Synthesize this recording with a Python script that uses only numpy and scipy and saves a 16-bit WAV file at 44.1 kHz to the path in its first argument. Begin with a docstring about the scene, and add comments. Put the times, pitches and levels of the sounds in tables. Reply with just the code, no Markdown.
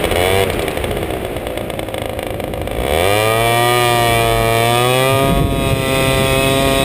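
"""Two-stroke scooter rounding a bend

From the rider's camera: a blip of throttle, a run-down towards idle with short runs of pops, then
a low boom and a hard buzz as the scooter pulls away. Every firing rings the same exhaust, whose
resonances shift as the gas heats up. The tailpipe sizzles, the intake drones, drive and fan whirr
underneath, a loose part ticks, and a gust on the microphone makes the camera's limiter duck."""
import sys
import numpy as np
from scipy import signal
from scipy.fft import rfft, irfft
from scipy.io import wavfile
from scipy.ndimage import uniform_filter1d

SR = 44100
rng = np.random.default_rng(int(sys.argv[2]) if len(sys.argv) > 2 else 0)


def bounce(signal):
    """Save signal as a 16-bit WAV file at the path given by the first command-line argument."""
    frames = np.transpose(np.atleast_2d(signal))
    limited = np.clip(frames, -1, 1)
    pcm = np.round(limited * 32767).astype(np.int16)
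    wavfile.write(sys.argv[1], SR, pcm)


N = 301626
TIME = np.arange(N) / SR
IDLE_HZ = 50.8  # crank turns per second

# relative strength of the firings in the long pull: time_s, bark_db, rasp_db
PULL = [(2.72, -27, -36.5), (2.95, -15, -21.5), (3.15, -15.5, -17.5), (3.35, -15.5, -22), (3.85, -15, -16),
        (4.42, -15.5, -21), (4.75, -14, -16), (5.1, -13, -17.5), (5.3, -17, -22), (6.84, -15.5, -20)]
# runs of pops off the throttle, with their relative strength: start_s, pop_count, first_pop_db
POP_RUNS = [(.0406, 1, -15), (.0521, 1, -15), (.1127, 1, -15), (.1228, 1, -17), (.1582, 1, -14),
            (.5009, 1, -16), (.5935, 1, -17), (.6811, 1, -16), (.7732, 1, -18), (.8416, 1, -17),
            (.912, 1, -20), (.9699, 1, -23), (1.0293, 1, -22), (1.1057, 3, -24), (1.2493, 1, -23),
            (1.366, 1, -22.5), (1.4689, 2, -21), (1.575, 2, -18.5), (1.7011, 2, -20), (1.7929, 2, -18),
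            (1.8861, 1, -25), (1.9428, 6, -19.5), (2.1907, 5, -20.5), (2.401, 3, -22), (2.5371, 2, -22.5),
            (2.6156, 1, -24), (2.6746, 1, -22), (2.7129, 1, -24)]
# heat of the exhaust gas: time_s, heat (0 cool, 1 warm, 2 hot)
HEAT = [(2.95, 0.26), (3.3, 0.83), (5.25, 1.54), (5.8, 2)]


def amp(db):
    """Decibels to gain."""
    return 10 ** (np.asarray(db) / 20)


def unit(x):
    """Scales to an rms of one."""
    return x / np.sqrt(np.mean(x ** 2) + 1e-20)


def curve(rows, t, column=1):
    """Reads one column of a table at the times t."""
    rows = np.asarray(rows)
    return np.interp(t, rows[:, 0], rows[:, column])


def spectrum(points, hz):
    """Reads a spectrum in dB on a log-frequency axis."""
    freq_hz, db = np.transpose(points)
    return np.interp(np.log(hz + 1), np.log(freq_hz), db)


def noise(colour):
    """Steady noise of the given colour, at an rms of one."""
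    hz = np.fft.rfftfreq(N, 1 / SR)
    return unit(irfft(rfft(rng.standard_normal(N)) * amp(spectrum(colour, hz)), N))


def drift(rate_hz):
    """Slow random motion up to about rate_hz."""
    hz = np.fft.rfftfreq(N, 1 / SR)
    return unit(irfft(rfft(rng.standard_normal(N)) * np.exp(-(hz / rate_hz) ** 2), N))


def clicks(times, sizes):
    """Band-limited impulses, each at its exact time."""
    at = times[:, None] * SR
    index = np.floor(at).astype(int) + np.arange(-7, 9)
    shape = np.sinc(index - at) * np.cos(np.pi * (index - at) / 16) ** 2
    return np.bincount(np.clip(index, 0, N).ravel(), (sizes[:, None] * shape).ravel(), N + 1)[:N]


def engine(speed, turns, bark_trim_db=1.23, pop_bark_db=-15.5, pop_rasp_db=-23.5, weak_pop_body=0.72,
           puff_bark_db=-34, puff_rasp_db=-47, uneven_db=0.42, puff_uneven_db=3, jitter_s=3e-6):
    """One exhaust pulse a turn: strong when it fires, a soft uneven puff when it does not."""
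    # peaks and hollows of the silencer with cool, warm and hot gas: freq_hz, width_hz, gain_db
    cool = [(257, 52, -2.5), (382, 25, 8), (516, 98, 8.5), (764, 44, 0), (910, 110, -4.5), (1205, 60, -16),
            (2013, 220, 15.5), (2280, 210, 11.5), (2940, 110, 5), (3500, 270, 0), (4450, 490, -8)]
    warm = [(363, 31, 10.5), (466, 110, 4.5), (477.3, 12.2, -21.5), (713, 50, 4), (955, 47, 6.5),
            (1225, 88, 13.5), (1380, 98, -10.5), (1930, 150, 12), (2296, 280, 13.5), (2680, 66, 8),
            (3370, 210, 3), (4540, 76, -22), (4900, 890, 0.5)]
    hot = [(279.5, 18, 8), (415, 13, -4), (510, 68, -0.5), (642.5, 30, -16), (860, 140, -6),
           (1116.5, 36, 14), (1318, 48, 12.5), (1640, 220, -1.5), (1968, 107, 20.5), (2240, 180, 13),
           (2539, 127, 23), (3784, 33, 7.5), (3702, 175, 16.5), (4360, 380, -13), (5300, 3200, 3.5)]
    turn_s = np.interp(np.arange(1, np.floor(turns[-1])), turns, TIME)
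    turn_samples = SR / np.interp(turn_s, TIME, speed)
    size_luck, rasp_luck, time_luck = rng.standard_normal((len(turn_s), 3)).T
    pulse_s = turn_s + jitter_s * time_luck
    firing, open_bark_db, open_rasp_db = throttle(turn_s)
    wobble_db = np.where(firing, uneven_db, puff_uneven_db) * size_luck
    bark_db = np.where(firing, open_bark_db + bark_trim_db, puff_bark_db) + wobble_db
    rasp_db = np.where(firing, open_rasp_db, puff_rasp_db) + wobble_db + uneven_db * rasp_luck
    sizes = amp([bark_db, rasp_db]) * np.sqrt(turn_samples)
    popped, pop_db = pops(turn_s)
    body_db = weak_pop_body * (pop_db.mean() - pop_db)  # a weak pop loses more rasp than bark
    sizes[:, popped] = amp([pop_db + body_db + pop_bark_db, pop_db + pop_rasp_db]) * np.sqrt(SR)
    heat = curve(HEAT, turn_s)
    bark, rasp = np.zeros((2, N))
    for stage, resonances in enumerate((cool, warm, hot)):
        share = np.maximum(1 - abs(heat - stage), 0)  # crossfade as the gas heats up
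        for band, size, ring in zip((bark, rasp), sizes, exhaust_rings(resonances)):
            band -= signal.oaconvolve(clicks(pulse_s, size * share), ring)[len(ring) // 2:][:N]
    return bark + road_echo(rasp)


def crank(run_down_s=0.52, waver=0.00084, cruise_waver=0.00223):
    """Crank speed in Hz and angle in turns: it revs, coasts towards idle, then pulls."""
    # revs in the blip and under power: time_s, speed_hz
    blip_revs = [(0, 85), (.16, 86), (.3, 95), (.41, 98)]
    pull_revs = [(2.7, 52.1), (2.78, 56.8), (2.96, 79), (3.07, 98), (3.18, 106.7), (3.42, 115.1),
                 (3.75, 122.1), (4.18, 115.2), (4.41, 113.7), (4.61, 114.8), (5.12, 134.6), (5.41, 138.1),
                 (5.85, 132.7), (6.33, 133.4), (6.65, 136.2), (6.84, 135.1)]
    shut_s, top_hz = blip_revs[-1]
    coasting = IDLE_HZ + (top_hz - IDLE_HZ) * np.exp((shut_s - TIME) / run_down_s)
    speed = np.where(TIME < shut_s, curve(blip_revs, TIME), coasting)
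    speed = np.where(TIME < pull_revs[0][0], speed, curve(pull_revs, TIME))
    # the revs waver more at cruising speed as the road bumps; HEAT only lends its timing
    unsteady = np.interp(curve(HEAT, TIME), (1, 2), (waver, cruise_waver))
    speed = uniform_filter1d(speed, size=2000) * (1 + unsteady * drift(13.7))
    turns = np.cumsum(speed) / SR
    # nudge the angle so that every run of pops starts on a whole turn
    run_s = np.asarray(POP_RUNS)[:, 0]
    at_runs = np.interp(run_s, TIME, turns)
    whole = np.cumsum(np.round(np.diff(at_runs, prepend=0)))
    return speed, turns + np.interp(TIME, run_s, whole - at_runs)


def throttle(t):
    """Whether the throttle is open at the times t, and the bark and rasp of the firings in dB."""
    # relative strength of the firings in the blip: time_s, bark_db, rasp_db
    blip = [(0.17, -17.5, -21.5), (0.44, -14, -19)]
    in_blip = (t > blip[0][0] - .005) & (t < blip[-1][0] + .005)
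    in_pull = t > PULL[0][0] - .01
    return in_blip | in_pull, curve(blip + PULL, t), curve(blip + PULL, t, column=2)


def pops(turn_s, fade_db=8.5):
    """Off throttle it fires in short runs, every second turn: which turns, and how hard in dB."""
    popped, db = [], []
    for start_s, count, first_db in POP_RUNS:
        k = np.arange(count)
        popped.append(abs(turn_s - start_s).argmin() + 2 * k)
        db.append(first_db - fade_db * (k / max(count - 1, 1)) ** 3)  # holds, then dies on the last pop
    return np.concatenate(popped), np.concatenate(db)


def exhaust_rings(resonances, split_hz=1500, lag_ms=0.697, scatter=0.65, scatter_ms=4, size=4096):
    """What one pulse becomes in the exhaust: a low bark and a high rasp."""
    # colour of one pulse: freq_hz, level_db
    colour = [(30, -25), (65, 7.5), (120, 9), (220, -2.5), (380, 6.5), (520, 3.5), (700, 7), (1000, -3),
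              (1450, -13), (2300, -17), (3500, -10.5), (4400, -23), (5200, -28), (6000, -30.5)]
    # reflections from the pipe ends and the road: delay_ms, gain
    reflections = [(1.744, 0.39), (3.481, 0.04), (4.198, 0.25)]
    hz, t = np.fft.rfftfreq(size, 1 / SR), np.arange(size) / SR
    silencer_db = sum(db / (1 + (2 * (hz - centre) / width) ** 2) for centre, width, db in resonances)
    log_gain = np.log(amp(spectrum(colour, hz) + silencer_db))
    mirrored = np.r_[log_gain, log_gain[-2:0:-1]]
    ring = np.exp(signal.hilbert(mirrored).conj())[:len(hz)]  # causal: sharp front, ringing tail
    ring *= 1 + sum(gain * np.exp(-2j * np.pi * hz * ms / 1000) for ms, gain in reflections)
    low = 1 / (1 + (hz / split_hz) ** 8)
    # short waves scatter off the bodywork
    tail = rng.standard_normal(size) * np.exp(-1000 * t / scatter_ms)
    ring *= 1 + scatter * (1 - low) * rfft(tail / np.linalg.norm(tail))
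    # and straggle out of the baffles a little later than long ones
    lag_s = lag_ms / 1000 * np.minimum(hz / 6000, 1)
    ring *= np.exp(-2j * np.pi * np.cumsum(lag_s) * hz[1])
    bands = [np.roll(irfft(ring * share), size // 2) for share in (low, 1 - low)]
    return [band / np.linalg.norm(band) for band in bands]


def road_echo(x, delay_ms=2.403, sway_ms=0.17, strength=0.57):
    """A bounce off the road whose path changes as the scooter sways, so the buzz shimmers."""
    late_s = (delay_ms + sway_ms * drift(1.5)) / 1000
    return (x + strength * np.interp(TIME - late_s, TIME, x)) / np.hypot(1, strength)


def sizzle(speed, turns, decay_turns=1.0, warm_db=-16, hot_db=-5.5, idle_db=-63, db_per_octave=20):
    """Gas spurts from the tailpipe each turn; under power it follows the rasp and grows when hot."""
    # colour of the rushing gas: freq_hz, level_db
    colour = [(1200, -66), (2000, 3.5), (2800, 6), (3700, 7.5), (4400, -6.5), (5000, 2), (6000, -10)]
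    is_open, _, rasp_db = throttle(TIME)
    driven_db = rasp_db + np.interp(curve(HEAT, TIME), (1.7, 2), (warm_db, hot_db))
    coasting_db = idle_db + db_per_octave * np.log2(speed / IDLE_HZ)
    spurts = .5 + np.exp(-(turns % 1) / decay_turns)
    return unit(noise(colour) * spurts) * amp(np.where(is_open, driven_db, coasting_db))


def intake(speed, turns, idle_db=-31, db_per_octave=8.0, fade_db_per_s=95, waver_db=4.5, harmonics=15):
    """The piston pumps against the shut throttle: a drone that sinks with the revs, gone in the pull."""
    # colour of the drone: freq_hz, level_db
    colour = [(50, -13), (90, -9), (170, -11), (250, -15), (310, -1), (370, 2), (440, -3), (520, 1),
              (600, -4), (780, -13), (1100, -28)]
    drone = np.zeros(N)
    for k in range(1, harmonics + 1):
        harmonic_db = spectrum(colour, k * speed) + waver_db * drift(6.6)
        drone += amp(harmonic_db) * np.cos(2 * np.pi * (k * turns + rng.random()))
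    fade_db = fade_db_per_s * np.maximum(TIME - PULL[0][0], 0)
    return unit(drone) * amp(idle_db + db_per_octave * np.log2(speed / IDLE_HZ) - fade_db)


def drive(turns, throb=0.11):
    """Belt, fan and tyres whirr, throbbing with the crank."""
    # colour of the whirr: freq_hz, level_db
    colour = [(100, -10), (250, -7.5), (380, -3), (540, -3), (760, -8), (870, -14.5), (1200, -13),
              (1450, -16), (2310, -12.5), (3500, -19), (4420, -30.5), (5900, -36.5)]
    # its fader: time_s, level_db
    fader = [(0, -21), (.45, -22), (1.7, -31.5), (2.6, -33.5), (3, -25.5), (4, -27), (6.84, -27)]
    return noise(colour) * amp(curve(fader, TIME)) * (1 + throb * np.cos(2 * np.pi * turns))


def fan(turns, blades=12):
    """The cooling fan on the crank whines at the rate its blades pass."""
    # fader of the whine: time_s, level_db
    fader = [(0, -68), (1.5, -36.5), (2.6, -41), (2.9, -60)]
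    return np.sqrt(2) * amp(curve(fader, TIME)) * np.sin(2 * np.pi * blades * turns)


def loose_part(decay_s=0.0052):
    """A loose part ticks: bright bursts of noise that die at once."""
    # the ticks: start_s, level_db
    ticks = [(0.532, -20.5), (0.621, -18), (0.712, -24)]
    # their colour: freq_hz, level_db
    colour = [(500, -20), (1500, -19), (2300, 2), (4000, -1), (5500, -13)]
    envelope = sum(amp(db) * (TIME > start) * np.exp(-abs(TIME - start) / decay_s) for start, db in ticks)
    return envelope * noise(colour)


def wind(rumble_db=-2.0, gusty_db=2, lumpy_db=2):
    """Turbulence at the microphone: a gusty rumble and a lumpy flutter."""
    # strength of the wind: time_s, level_db
    fader = [(0, -27.5), (2.1, -32), (2.85, -27), (3.55, -48), (4.1, -29), (5, -40), (5.42, -12),
             (6, -22.5), (6.84, -23)]
    # colours of the rumble and the flutter: freq_hz, level_db
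    rumble_colour = [(12, -9), (28, -7), (48, 12), (75, 5.5), (110, 2), (200, -36), (500, -49)]
    flutter_colour = [(40, -25), (90, -0.5), (170, -1.5), (300, -4), (500, -8), (900, -40), (3000, -55),
                      (9000, -70)]
    strength_db = curve(fader, TIME)
    rumble = noise(rumble_colour) * amp(strength_db + rumble_db + gusty_db * drift(6))
    flutter = noise(flutter_colour) * amp(strength_db + lumpy_db * drift(32))
    return rumble + flutter


def boom_and_buffets():
    """The engine's firing note booms low as the throttle opens; later, wind buffets the microphone."""
    # the engine's boom (first row), then the wind buffets: centre_s, length_s, pitch_hz, peak_db
    swells = [(2.796, .16, 57.8, -20), (3.44, .14, 48, -26), (4.34, 0.28, 46.3, -22.5),
              (5.145, .05, 115, -10), (5.324, 0.023, 170, -7.5), (5.412, 0.023, 150, -6),
              (5.449, 0.018, 80, 1), (5.734, 0.015, 122, -1), (5.799, 0.021, 125, -8.5)]
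    thumps = np.zeros(N)
    for centre_s, length_s, pitch_hz, peak_db in swells:
        swell = amp(peak_db) * np.exp(-(2 * (TIME - centre_s) / length_s) ** 2)
        thumps += swell * np.sin(2 * np.pi * (pitch_hz * TIME + rng.random()))
    return thumps


def limiter(x, threshold_db=-12, recover_db_per_s=27.5):
    """Ducks everything quickly when the sound passes the threshold, then recovers slowly."""
    power_db = 10 * np.log10(abs(uniform_filter1d(x[0] ** 2, size=900)) + 1e-12)
    recovery_db = recover_db_per_s * TIME
    held_db = np.maximum.accumulate(power_db + recovery_db) - recovery_db
    over_db = np.maximum(held_db - threshold_db, 0)
    return x / amp(uniform_filter1d(over_db, size=700))


def scene():
    """Engine, drive and wind at one microphone."""
    speed, turns = crank()
    motor = engine(speed, turns) + intake(speed, turns) + fan(turns) + sizzle(speed, turns)
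    return (motor + drive(turns) + loose_part() + wind() + boom_and_buffets())[None]


def record(dry):
    """The camera limits, rounds off peaks and holds 12 kHz samples, mirroring buzz into glassy treble."""
    ducked = limiter(dry)
    rounded = ducked / (1 + ducked ** 6) ** (1 / 6)
    coarse = signal.resample_poly(rounded, 12000, SR, axis=1)
    held = signal.resample_poly(np.repeat(coarse, 4, axis=1), SR, 48000, axis=1)[:, :N]
    high_cut = signal.firwin(511, cutoff=15400, window=("kaiser", 9), fs=SR)
    return signal.oaconvolve(held, high_cut[None], "same")


dry = scene()
out = record(dry)
bounce(out)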